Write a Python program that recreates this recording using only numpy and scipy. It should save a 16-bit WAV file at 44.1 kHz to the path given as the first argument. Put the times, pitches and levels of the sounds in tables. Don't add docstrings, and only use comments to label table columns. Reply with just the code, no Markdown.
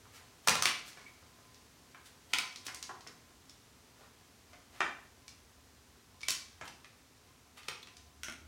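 import sys
import numpy as np
from scipy import signal
from scipy.fft import rfft, irfft, next_fast_len
from scipy.io import wavfile
from scipy.ndimage import uniform_filter1d

SR = 44100
rng = np.random.default_rng(int(sys.argv[2]) if len(sys.argv) > 2 else 0)


def wrap_up_sound(samples):
    columns = np.atleast_2d(samples).T
    tamed = np.clip(columns, -1, 1)
    steps = np.round(tamed * 32767).astype(np.int16)
    wavfile.write(sys.argv[1], SR, steps)


N = 373527

# start in seconds, level in dB at 2.7 kHz, then extra dB at 300 Hz
# (the blow's weight), at 1.1 kHz, at 6 kHz and for the frame's ring.
SNAPS = [(.474, -36.5, -3.5, 14, 7.5, 1), (.4835, -25, -0.5, -8.5, -3.5, -7),
         (0.4938, -36.5, -14, -15, 5, 2), (.553, -38.5, 0.5, 4.5, -1, 0), (.6236, -35, -15, 3, 4, 3.5),
         (.6558, -26, -12.5, -6.5, -6, -5), (2.3355, -26, -16, -9.5, -8.5, 3),
         (2.3851, -35.5, -13.5, -5.5, -1, 8.5), (2.6659, -47, -1, -10, 3, -1),
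         (6.2845, -34, -8.5, -9, 1, -6), (6.3055, -43, -15, -15, 9.5, 4),
         (6.678, -52.5, -0.5, -10, -2.5, -6), (7.6838, -39, -1.5, -5, -6, -1)]
KNOCKS = [(.055, -73.5, -14, 19, -17, -8), (.9723, -57.5, -2.5, 5.5, -12, 2.5),
          (1.225, -74, 4, 10, -12, 11), (1.385, -73.5, 0, 11, -12, 10.5), (1.947, -54.5, -17, 2, -20, 0),
          (2.683, -45, -9.5, 1, -24, 2), (2.8919, -57.5, 10, 19.5, -12, -2),
          (3.066, -54.5, 0, 1.5, -20, -1), (4.532, -58.5, 2, -0.5, -9, 3.5),
          (4.8052, -30.5, -7.5, 3, -18.5, -10.5), (6.6115, -48, 2.5, 5.5, -11.5, -4)]
# frequency in Hz, level in dB.
SNAP_SPECTRUM = [(40, -29), (100, -3.5), (300, 9.5), (850, 7), (1150, 12.5), (1900, 8), (2350, 12),
                 (2950, 8.5), (3600, 9), (6000, 9), (7600, 3), (9400, 3.5), (11000, -3.5), (15000, -9)]
KNOCK_SPECTRUM = [(40, -7), (120, -3.5), (270, 11.5), (450, 11), (720, 9), (900, 7.5), (1600, 10),
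                  (2200, 10.5), (2700, 4.5), (3200, 7.5), (4200, 3), (6000, 12.5), (9000, 0.5),
                  (15000, -20)]
# pitch in Hz, level in dB, fade time in seconds.
FRAME_NOTES = [(719.3, -16, 0.16), (1024, -17, 0.33), (1210, -43, 0.15), (1230, -18, 0.16),
               (1365, -23.5, 0.22), (1500, -24, 0.2), (1700, -39, 0.16), (1830, -24, 0.17),
               (2490, -23, 0.097), (2530, -33, 0.13), (2870, -32, 0.25), (3200, -21, 0.16),
               (4510, -18, 0.25), (5470, -23, .15), (5900, -37, 0.16), (6050, -18, 0.14)]
STEEL_NOTES = [(2291, 3.5, 0.084), (2540, -16, 0.062), (3970, -19, 0.049), (4880, -5, 0.028),
               (9800, -16, 0.037)]
THUMP_NOTES = [(258, -3, 0.1), (330, 4, 0.06), (633, 0.5, 0.033)]
# start in seconds, length in seconds, level in dB, rough pitch in Hz.
SCRAPES = [(.116, 0.09, -52, 3200), (.84, 0.078, -49.5, 4330), (2.04, 0.043, -52, 5000),
           (2.645, 0.032, -47, 6000), (3.927, 0.17, -59.5, 890), (4.701, 0.11, -57.5, 1810),
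           (6.629, 0.051, -50.5, 1600), (7.556, 0.048, -50, 2250)]
# start in seconds, length in seconds, level in dB, pitch in Hz,
# width in Hz (narrow is a thin squeak, wide is a rasp).
SQUEAKS = [(0.658, 0.11, -36.5, 2600, 1010), (0.978, 0.13, -66, 2210, 60), (1.055, 0.11, -57, 2240, 71.6),
           (3.069, .032, -53.5, 5347, 110), (3.494, 0.027, -54.5, 5320, 60),
           (6.286, 0.076, -38, 5300, 1800), (7.567, .11, -58.5, 2580, 400),
           (7.828, 0.014, -46.5, 3660, 450), (8.237, 0.076, -49, 5980, 600), (8.264, .025, -53, 1550, 200)]
# start in seconds, level in dB.
PINGS = [(.6558, -36), (.9723, -55), (2.3355, -31.5), (2.3851, -33), (5.28, -55), (6.2328, -35),
         (6.2845, -36.5)]
# start in seconds, level in dB, brightest pitch in Hz.
TICKS = [(1.5443, -61.5, 5470), (2.5591, -47.5, 4800), (2.746, -43.5, 9200), (2.8268, -42, 6500),
         (3.0074, -58.5, 5000), (3.073, -53, 6500), (3.4954, -56.5, 6500), (5.28, -51, 5500),
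         (6.207, -57.5, 4500), (6.214, -55, 5000), (6.2313, -48.5, 3620), (6.8449, -53, 1900),
         (7.6317, -57, 3000), (7.8717, -54.5, 2680), (7.9684, -55.5, 5500)]
# start in seconds, rattle level in dB, extra dB at 6 kHz, thump level in dB.
BOUNCES = [(8.2333, -38.5, -1.5, -72), (8.244, -55, 8, -61), (8.2835, -36, -15, -50),
           (8.298, -45.5, -3, -58), (8.323, -48, -1.5, -74)]
# pitch in Hz, width in Hz, level in dB.
HANDLE_PEAKS = [(1470, 200, 10), (2280, 450, 9), (3120, 880, 6), (4220, 910, -1.5), (5520, 180, 9),
                (6200, 920, 4), (9030, 2400, -1), (13100, 2500, -11)]
# delay in seconds, level in dB.
ECHOES = [(.0016, -15), (0.0111, -9.5), (0.0133, -25), (.0215, -18.5)]
# frequency in Hz, fade time in seconds.
TAIL_FADE_TIMES = [(100, 0.61), (400, 0.56), (1200, 0.43), (3000, .45), (6000, .41), (10000, 0.36),
                   (15000, 0.26)]
# frequency in Hz, level in dB.
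TAIL_SPECTRUM = [(100, 11), (400, 0), (1200, 4), (3000, 2), (6000, 1), (15000, -3.5)]
AIR_SPECTRUM = [(15, -29), (25, -19), (50, -3.5), (76, 1), (102, 0.5), (195, -7.5), (249, -1), (326, -9.5),
                (394, -6.5), (560, -11.5), (1070, -12), (2990, -16), (6050, -16), (14800, -27),
                (16000, -28.5)]
# time in seconds, level in dB.
HUM_LEVELS = [(0, -87), (5.0, -73.5), (5.5, -66.5), (7.8, -79.5), (8.2, -63), (8.47, -57)]

CRACK_SAMPLES = 2048


def frame_blows(blows, spectrum, creak_db):
    out = np.zeros(N)
    hz, note_hz = frequencies(CRACK_SAMPLES), np.array(FRAME_NOTES)[:, 0]
    for start, db, weight_db, mid_db, high_db, ring_db in blows:
        t60 = 0.022 * 2 ** (weight_db / 9.5)
        low_db = min(weight_db, mid_db + 11)
        contact = [(300, low_db), (1150, mid_db), (2700, 0), (6000, high_db)]
        crack_db = db + at_hz(spectrum, hz) + at_hz(contact, hz) + contact_ripple(depth_db=1.5)
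        add(out, start - 0.0025, crack(t60, crack_db + creak_db))
        add(out, start, crack(t60, crack_db))
        notes_db = db + ring_db + 0.96 * at_hz(contact, note_hz)
        add(out, start, ring(FRAME_NOTES, notes_db, scatter_db=0.5))
    return out


def crack(t60, spectrum_db):
    t = np.arange(CRACK_SAMPLES) / SR
    burst = rng.standard_normal(CRACK_SAMPLES) * from_db(-60 * t / t60) * (1 - np.exp(-t / 0.00037))
    burst_db = 10 * np.log10(uniform_filter1d(np.abs(rfft(burst)) ** 2, size=25) + 1e-12)
    return shape_tone(burst, spectrum_db - burst_db) * np.sqrt(SR / 100)


def ring(notes, extra_db, scatter_db):
    hz, db, t60 = np.transpose(notes)[:, :, None]
    t = np.arange(SR // 2) / SR
    strength = from_db(db + np.reshape(extra_db, (-1, 1)) + scatter_db * rng.standard_normal(hz.shape))
    tones = rng.choice([-1, 1], hz.shape) * np.sin(2 * np.pi * hz * t)
    return np.sum(strength * tones * from_db(-60 * t / t60), axis=0)


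def contact_ripple(depth_db):
    hz = frequencies(CRACK_SAMPLES)
    bumps = signal.fftconvolve(rng.standard_normal(len(hz)), np.hanning(41), "same")
    return depth_db * unit_level(bumps) * np.minimum(hz / 4000, 1)


def lead_in_rubs(length_s, hz):
    blows = list(SNAPS) + list(KNOCKS)
    hardest_db = max(row[1] for row in blows)
    return [(start - length_s, length_s, -56.5 + 0.4 * (db - hardest_db), hz) for start, db, *_ in blows]


def scrapes(strokes, slips_per_s, spread_db):
    out, size = np.zeros(N), N // 20
    for start, length, db, hz in strokes:
        slips = rng.standard_normal(size) * from_db(spread_db * rng.standard_normal(size))
        slips *= rng.random(size) < slips_per_s / SR
        swell = np.hanning(round(length * SR))
        band = signal.butter(1, [hz / 4.3, min(hz * 1.52, SR * 0.45)], "band", fs=SR, output="sos")
        grit = unit_level(signal.sosfilt(band, slips[:len(swell)]))
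        add(out, start, from_db(db - 4.5) * swell * grit)
    return out


def rubber_squeaks():
    out = np.zeros(N)
    t = np.arange(SR // 3) / SR
    warm_up = 2048
    for start, length, db, hz, width in SQUEAKS:
        radius = np.exp(-np.pi * width / SR)
        resonance = [1, -2 * radius * np.cos(2 * np.pi * hz / SR), radius ** 2]
        friction = rng.standard_normal(len(t) + warm_up)
        tone = signal.lfilter([1, 0, -1], resonance, friction)[warm_up:]
        swell = (1 - np.exp(-t / (0.11 * length))) * np.exp(-3 * t / length)
        add(out, start, from_db(db + 7) * unit_level(tone) * swell)
    return out


def steel_pings():
    out = np.zeros(N)
    for start, db in PINGS:
        add(out, start, ring(STEEL_NOTES, db - 1.5, scatter_db=1))
    return out


def strand_tick(db, brightest_hz):
    hz = frequencies(CRACK_SAMPLES)
    octaves_away = np.abs(np.log2(np.maximum(hz, 100) / brightest_hz))
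    tone_db = at_hz(SNAP_SPECTRUM, hz) - 6.5 * octaves_away + contact_ripple(depth_db=0.5)
    return crack(t60=0.013, spectrum_db=db + tone_db)


def mesh_ticks(settle_s, settle_ticks_per_s, tries):
    out = np.zeros(N)
    for start, db, hz in TICKS:
        add(out, start, strand_tick(db, hz))
    hardest_db = max(row[1] for row in SNAPS)
    for start, db, *_ in SNAPS:
        settle_db = -55.5 + 0.51 * (db - hardest_db)
        for when, chance, pitch in rng.random((tries, 3)):
            wait = when * settle_s
            tick = strand_tick(settle_db - 28 * wait, brightest_hz=4770 * 2 ** (pitch - 0.5))
            if chance < settle_ticks_per_s * settle_s / tries:
                add(out, start + wait, tick)
    return out


def tool_clatter():
    out, hz = np.zeros(N), frequencies(CRACK_SAMPLES)
    peak_hz, width, peak_db = np.transpose(HANDLE_PEAKS)[:, :, None]
    peaks = from_db(peak_db) ** 2 / (1 + (2 * (hz - peak_hz) / width) ** 2) ** 1.4
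    handle_db = 10 * np.log10(np.sum(peaks, axis=0) + 1e-9)
    for start, db, high_db, thump_db in BOUNCES:
        treble_db = at_hz([(1500, 0), (6000, high_db)], hz)
        add(out, start, crack(t60=0.009, spectrum_db=db + handle_db + treble_db))
        add(out, start, ring(THUMP_NOTES, thump_db, scatter_db=0.5))
    return out


def finger_touches(per_s, tries):
    out = np.zeros(N)
    touch_db = at_hz([(100, -5), (300, 2.5), (1100, -15.5), (2500, -5.5), (6000, -10), (15000, -24)],
                     frequencies(CRACK_SAMPLES))
    touch = ring(FRAME_NOTES[:2], extra_db=-1, scatter_db=7)
    touch[:CRACK_SAMPLES] += crack(t60=0.025, spectrum_db=touch_db)
    for when, chance, force in rng.random((tries, 3)):
        if chance < per_s * N / SR / tries:
            add(out, when * N / SR, from_db(-70.5 + 13 * force) * touch)
    return out


def room_response():
    t = np.arange(32768) / SR
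    centres = np.geomspace(60, 16000, 12)
    noise_spectrum, response = rfft(rng.standard_normal(len(t))), np.zeros(len(t))
    for hz, this_band in zip(centres, np.eye(len(centres))):
        band_gain = np.interp(np.log(frequencies(len(t)) + 1), np.log(centres), this_band)
        band = irfft(noise_spectrum * band_gain, len(t))
        fade = from_db(-60 * t / at_hz(TAIL_FADE_TIMES, hz)) * (1 - np.exp(-t / 0.0032))
        response += band * fade / np.linalg.norm(fade) * from_db(at_hz(TAIL_SPECTRUM, hz))
    for delay, db in ECHOES:
        response[round(delay * SR)] += from_db(db)
    return response


def workshop_echo(sound, stretches):
    out = np.zeros(N)
    for stretch in np.array_split(np.arange(N), stretches):
        add(out, stretch[0] / SR, signal.fftconvolve(sound[stretch], room_response()))
    return out


def hiss_and_hum(hum_hz, hum_width_hz):
    t, size = np.arange(N) / SR, next_fast_len(N)
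    hz = frequencies(size)
    air_noise, hum_noise = rfft(rng.standard_normal((2, size)))
    air = irfft(air_noise * from_db(at_hz(AIR_SPECTRUM, hz)), size)[:N]
    hum = irfft(hum_noise / (1 + ((hz - hum_hz) / hum_width_hz) ** 2), size)[:N]
    air_db = -60.5 - 0.33 * t
    hum_db = np.interp(t, *np.transpose(HUM_LEVELS))
    return from_db(air_db) * unit_level(air) + from_db(hum_db) * unit_level(hum)


def from_db(db):
    return 10 ** (np.asarray(db) / 20)


def unit_level(sound):
    return sound / np.sqrt(np.mean(sound ** 2) + 1e-20)


def at_hz(points, hz):
    table_hz, values = np.transpose(points)
    return np.interp(np.log(np.maximum(hz, 1)), np.log(table_hz), values)


def frequencies(size):
    return np.fft.rfftfreq(size, 1 / SR)


def add(track, start_s, sound):
    first = max(round(start_s * SR), 0)
    track[first:first + len(sound)] += sound[:max(N - first, 0)]


def shape_tone(sound, gain_db):
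    cepstrum = irfft(np.log(from_db(gain_db)))
    cepstrum[1:len(sound) // 2] *= 2
    cepstrum[len(sound) // 2 + 1:] = 0
    return irfft(rfft(sound) * np.exp(rfft(cepstrum)))


def scene():
    snaps = frame_blows(SNAPS, SNAP_SPECTRUM, creak_db=-16.5)
    knocks = frame_blows(KNOCKS, KNOCK_SPECTRUM, creak_db=-27)
    ticks = mesh_ticks(settle_s=0.67, settle_ticks_per_s=16, tries=14)
    clatter = tool_clatter()
    strokes = list(SCRAPES) + lead_in_rubs(length_s=0.053, hz=3200)
    rubbing = scrapes(strokes, slips_per_s=4600, spread_db=3) + finger_touches(per_s=8.5, tries=100)
    corner = steel_pings() + rubber_squeaks()
    direct = snaps + knocks + ticks + rubbing + corner + clatter
    into_room = (from_db(-1.43) * snaps + from_db(1) * knocks + from_db(-0.5) * ticks + rubbing
                 + from_db(-6.5) * corner + from_db(-2.5) * clatter)
    echo = workshop_echo(into_room, stretches=14)
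    return (direct + echo + hiss_and_hum(hum_hz=73.5, hum_width_hz=8.8))[None]


def record(dry):
    bass_cut = signal.butter(2, 38, "high", fs=SR, output="sos")
    treble_cut = signal.ellip(10, 0.1, 70, 16100, fs=SR, output="sos")
    return signal.sosfilt(treble_cut, signal.sosfilt(bass_cut, dry))


dry = scene()
out = record(dry)
wrap_up_sound(out)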